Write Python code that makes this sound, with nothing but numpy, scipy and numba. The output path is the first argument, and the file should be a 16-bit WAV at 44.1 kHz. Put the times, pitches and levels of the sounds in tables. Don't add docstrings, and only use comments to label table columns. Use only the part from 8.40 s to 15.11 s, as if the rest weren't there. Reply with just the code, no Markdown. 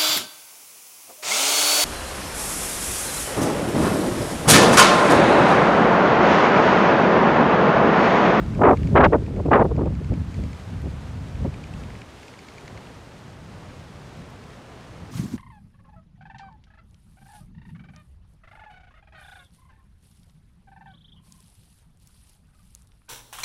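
import sys
import numpy as np
from scipy import signal
from scipy.fft import rfft, irfft
from scipy.io import wavfile
from scipy.ndimage import uniform_filter1d, minimum_filter1d
from numba import njit

SR = 44100
rng = np.random.default_rng(int(sys.argv[2]) if len(sys.argv) > 2 else 0)


def output_pcm(signal):
    pcm = np.clip(np.atleast_2d(signal).T, -1, 1) * 32767
    wavfile.write(sys.argv[1], SR, np.round(pcm).astype(np.int16))


N = 295911
TIME_S = np.arange(N) / SR

# time in seconds, strength in dB.
WIND = [(0.03, -26.5), (0.61, -22.5), (0.92, -24), (0.96, -22.5), (1.5, -24.5), (1.52, -26.5), (1.83, -28),
        (1.87, -28.5), (2.01, -28), (2.24, -36.5), (2.33, -30), (2.88, -34.5), (2.9, -32), (3.14, -36),
        (3.71, -44.5), (3.95, -57.5)]
# start in seconds, hold in seconds, level in dB,
# corner of the eddy spectrum in Hz, deep thump in dB.
BUFFETS = [(0.195, 0.15, -19.5, 716, -44), (0.217, .003, -7, 1110, -37), (0.238, 0.059, -7, 1134, -40),
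           (0.311, 0.019, -10, 900, -35), (0.525, 0.11, -21, 352, -20), (0.561, 0.049, -5.5, 1450, -28),
           (0.615, 0.049, -11.5, 1290, -24), (0.638, 0.015, -6, 2200, -26), (0.674, .01, -15.5, 326, -13),
           (0.731, 0.017, -9.5, 1180, -31), (0.75, .004, -11.5, 563, -28), (1.0, .003, -25, 845, -28),
           (1.058, 0.032, -22, 620, -22), (1.117, 0.061, -9.5, 1250, -36), (1.197, 0.031, -13, 950, -26),
           (1.25, 0.0058, -15, 693, -26), (1.311, 0.0052, -22, 770, -28), (1.376, 0.021, -21, 725, -25),
           (1.409, 0.012, -23, 830, -38), (1.433, .025, -28, 500, -33), (1.47, 0.0055, -24, 710, -30),
           (1.704, 0.035, -24.5, 337, -23), (1.78, 0.039, -31, 230, -26.5), (1.968, 0.097, -31, 356, -27),
           (2.442, .04, -28, 375, -27), (3.007, 0.081, -29.5, 384, -25.5), (3.051, 0.0088, -17, 534, -32)]


def undb(db):
    return 10 ** (np.asarray(db) / 20)


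def unit(x):
    return x / np.sqrt(np.mean(x ** 2))


def curves(table):
    times_s, *columns = np.transpose(table)
    return [np.interp(TIME_S, times_s, column) for column in columns]


def colour(x, points):
    hz, db = np.transpose(points)
    bins_hz = np.maximum(np.fft.rfftfreq(2 * N, 1 / SR), 1)
    gain = undb(np.interp(np.log(bins_hz), np.log(hz), db, right=-np.inf))
    return irfft(rfft(x, 2 * N) * gain)[:N]


def smooth(x, samples):
    return uniform_filter1d(uniform_filter1d(x, samples), samples)


def wander(rate_hz):
    step = max(int(SR / rate_hz), 2)
    held = np.repeat(rng.standard_normal(N // step + 1), step)
    return unit(smooth(held, step)[:N])


def steady(x, span_s):
    span = max(int(span_s * SR), 2)
    return x / np.sqrt(smooth(x ** 2, span) + 1e-18)


def add(out, centre_s, sound):
    start = max(int(centre_s * SR) - len(sound) // 2, 0)
    out[start:start + len(sound)] += sound[:N - start]


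@njit
def lowpass(x, corner_hz, damping):
    y = np.empty(len(x))
    band_state, low_state = 0., 0.
    for i in range(len(x)):
        g = np.tan(np.pi * corner_hz[i] / SR)
        band = (band_state + g * (x[i] - low_state)) / (1 + g * (g + damping))
        y[i] = low_state + g * band
        band_state, low_state = 2 * band - band_state, 2 * y[i] - low_state
    return y


@njit
def peak_hold(x, decay):
    y, peak = np.empty(len(x)), 0.
    for i in range(len(x)):
        peak = max(abs(x[i]), peak * decay)
        y[i] = peak
    return y


def treetops(sway_db=0.97, flicker_db=.5, grain_db=4.0, touches_per_s=9000, sizzle_db=-18.0):
    # time in seconds, branch roar in dB, leaf hiss in dB.
    crown_levels = [(0, -43.5, -51.5), (.55, -48, -51), (.59, -49.5, -53.5), (1.5, -48, -55),
                    (2, -45.5, -51.5), (2.6, -46, -52.5), (3.4, -46, -52), (4.2, -46.5, -52),
                    (5, -46.5, -53.5), (5.8, -47, -53.5), (6.7, -45.5, -54)]
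    # frequency in Hz, gain in dB.
    roar_spectrum = [(100, -11.5), (240, 1.5), (340, -1.5), (430, 0), (560, -2.5), (800, -4.5), (1200, -8),
                     (2000, -15), (3000, -21), (6000, -59.5)]
    leaf_spectrum = [(800, 0.5), (1600, 3.5), (2400, 1), (3500, -0.5), (5000, -4), (7000, -8.5),
                     (9000, -12), (11000, -18), (13000, -24), (16500, -29.5)]
    sizzle_spectrum = [(3000, -25.5), (6000, 3.5), (9000, 0), (12000, -7), (16500, -17)]
    roar_db, leaf_db = curves(crown_levels)
    roar = unit(colour(rng.standard_normal(N), roar_spectrum))
    touches = (rng.random(N) < touches_per_s / SR) * rng.standard_normal(N)
    touches *= undb(grain_db * np.minimum(rng.exponential(size=N), 4))
    leaves = unit(colour(unit(touches) + 1.47 * rng.standard_normal(N), leaf_spectrum))
    sizzle = unit(colour(rng.standard_normal(N), sizzle_spectrum))
    leaves += sizzle * undb(sizzle_db + 1.8 * (leaf_db - leaf_db.mean()))
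    roar *= undb(roar_db + sway_db * wander(5.8))
    leaves *= undb(leaf_db + flicker_db * wander(21.82))
    return roar + leaves


def ticks(sigma_s=0.0015):
    # time in seconds, level before filtering in dB.
    bursts = [(.63, -57), (.647, -59), (1.243, -54), (2.42, -55), (5.77, -60), (5.905, -58)]
    out, t = np.zeros(N), np.arange(-512, 512) / SR
    envelope = np.exp(-.5 * (t / sigma_s) ** 2)
    for time_s, db in bursts:
        add(out, time_s, undb(db) * envelope * rng.standard_normal(len(t)))
    return colour(out, [(3000, -26), (7000, -4), (10000, -1), (15000, 1)])


def chips(gap_s=.098, fade_db_per_chip=0.4, scatter_octaves=0.059, scatter_db=1.7):
    # first and last chip in seconds, pitch in Hz, base level in dB, relative overtones in dB.
    runs = [(0.151, 0.151, 2360, -41.5, -12), (0.373, 0.474, 2200, -39, -12),
            (0.434, 0.434, 2200, -41, -13), (0.865, 1.063, 2380, -46.5, -11), (1.366, 1.74, 2380, -46, -9),
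            (1.945, 2.133, 2220, -43, -7), (2.957, 2.957, 2400, -45, -13), (3.143, 3.437, 2380, -40.5, -12),
            (3.505, 3.619, 2180, -43, -14), (3.554, 3.554, 2350, -43, -19), (3.833, 3.94, 2130, -44, -13),
            (3.883, 3.992, 2350, -45, -7), (4.087, 4.377, 2180, -41.5, -9),
            (4.471, 4.471, 2490, -47.5, -12)]
    for first_s, last_s, pitch_hz, run_db, bright_db in runs:
        count = 1 + round((last_s - first_s) / gap_s)
        for k, time_s in enumerate(np.linspace(first_s, last_s, count)):
            higher, louder = rng.standard_normal(2)
            db = run_db - fade_db_per_chip * k + scatter_db * louder
            yield time_s, pitch_hz * 2 ** (scatter_octaves * higher), db, db + bright_db


def bird(fall_octaves_per_s=55, sigma_s=0.0017, lead_s=0.00042, body_gain_db=3.0, edge_gain_db=2.0):
    out, t = np.zeros(N), np.arange(-256, 256) / SR
    roughness_rad = .7 * wander(2000)
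    for time_s, pitch_hz, body_db, edge_db in chips():
        hz = pitch_hz * 2 ** (-fall_octaves_per_s * t)
        phase = 2 * np.pi * np.cumsum(hz) / SR
        jitter = roughness_rad[int(time_s * SR):][:len(t)]
        body = np.exp(-.5 * (t / sigma_s) ** 2) * np.sin(phase + jitter)
        overtones = np.sin(2 * phase + jitter) + 0.71 * np.sin(3 * phase + jitter)
        edge = np.exp(-.5 * ((t + lead_s) / sigma_s) ** 2) * overtones
        add(out, time_s, undb(body_db + body_gain_db) * body + undb(edge_db + edge_gain_db) * edge)
    return out


def slow_eddies(spectrum, span_s):
    return steady(colour(rng.standard_normal(N), spectrum), span_s)


def breeze(start_s=3.68, rise_s=1.0, level_db=-46, wander_db=2):
    # centre in seconds, half length in seconds, level in dB.
    puffs = [(4.252, 0.013, -41), (4.36, 0.036, -40), (5.2, 0.32, -45.5), (5.798, .03, -38),
             (6.629, 0.01, -35.5)]
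    # frequency in Hz, gain in dB.
    drone_spectrum = [(20, -30.5), (32, -26), (48, -6), (90, -2), (135, -1.5), (200, -6.5), (280, -21),
                      (600, -58), (1500, -64.5)]
    rise = np.clip((TIME_S - start_s) / rise_s, 0, 1)
    power = rise * undb(level_db + wander_db * wander(11)) ** 2
    for centre_s, half_s, db in puffs:
        power += undb(db) ** 2 * np.exp(-((TIME_S - centre_s) / half_s) ** 2)
    return np.sqrt(power) * slow_eddies(drone_spectrum, span_s=0.13)


def buffet_envelope(start_s, hold_s, attack_tau_s=0.0051, release_tau_s=0.008):
    early_s = np.maximum(start_s - TIME_S, 0)
    late_s = np.maximum(TIME_S - start_s - hold_s, 0)
    return np.exp(-np.minimum(early_s / attack_tau_s + late_s / release_tau_s, 20))


def rumble(offset_db=-0.5, wander_db=2.5):
    # frequency in Hz, gain in dB.
    rumble_spectrum = [(20, -54), (30, -28), (42, -9), (70, -1.5), (110, -5.5), (160, -7.5), (300, -21),
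                       (600, -80), (1500, -82)]
    power = undb(curves(WIND)[0] + offset_db + wander_db * wander(14)) ** 2
    for start_s, hold_s, _, _, thump_db in BUFFETS:
        power += (undb(thump_db) * buffet_envelope(start_s, hold_s)) ** 2
    return np.sqrt(power) * slow_eddies(rumble_spectrum, span_s=0.061)


def airflow(brisk_db=-26, stir_db=-30, stir_hz=252, db_per_db=0.89, octaves_per_db=0.2064):
    excess_db = curves(WIND)[0] - brisk_db
    power = undb(stir_db + db_per_db * excess_db) ** 2
    weighted_hz = power * stir_hz * 2 ** (octaves_per_db * excess_db)
    for start_s, hold_s, db, corner_hz, _ in BUFFETS:
        envelope = buffet_envelope(start_s, hold_s)
        buffet_power = (undb(db) * envelope) ** 2
        power += buffet_power
        weighted_hz += buffet_power * corner_hz * envelope ** 0.2
    return 10 * np.log10(power), weighted_hz / power


def buffeting(damping=1.59, flutter_hz=150, flutter_db=1.8, flutter_octaves=.16, viscous_ratio=3.1):
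    # frequency in Hz, gain in dB.
    port_response = [(60, -27), (130, -9.5), (250, -1.5), (450, 1), (700, 0), (1150, 2.5), (1700, 0),
                     (2600, 0.5), (4200, -2.5), (12000, 8)]
    level_db, corner_hz = airflow()
    surge = wander(flutter_hz)
    corner_hz = np.clip(corner_hz * 2 ** (flutter_octaves * surge), 50, SR / 4)
    stirring = rng.standard_normal(N) / np.sqrt(corner_hz)
    eddies = lowpass(lowpass(stirring, corner_hz, damping), corner_hz, damping)
    eddies = lowpass(eddies, np.minimum(viscous_ratio * corner_hz, SR / 4), np.sqrt(2))
    pressure = steady(eddies, span_s=0.013) * undb(level_db + flutter_db * surge)
    return colour(pressure, port_response)


def scene():
    return (rumble() + breeze() + buffeting() + treetops() + bird() + ticks())[None]


def record(dry, ceiling=.68, release_s=0.01, cutoff_hz=15600):
    peaks = peak_hold(dry[0], np.exp(-1 / (release_s * SR)))
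    gain = np.minimum(1, ceiling / (peaks + 1e-9))
    gain = smooth(minimum_filter1d(gain, size=121), samples=61)
    treble_cut = signal.ellip(12, .1, 80, cutoff_hz, fs=SR, output="sos")
    return signal.sosfilt(treble_cut, dry * gain)


dry = scene()
out = record(dry)
output_pcm(out)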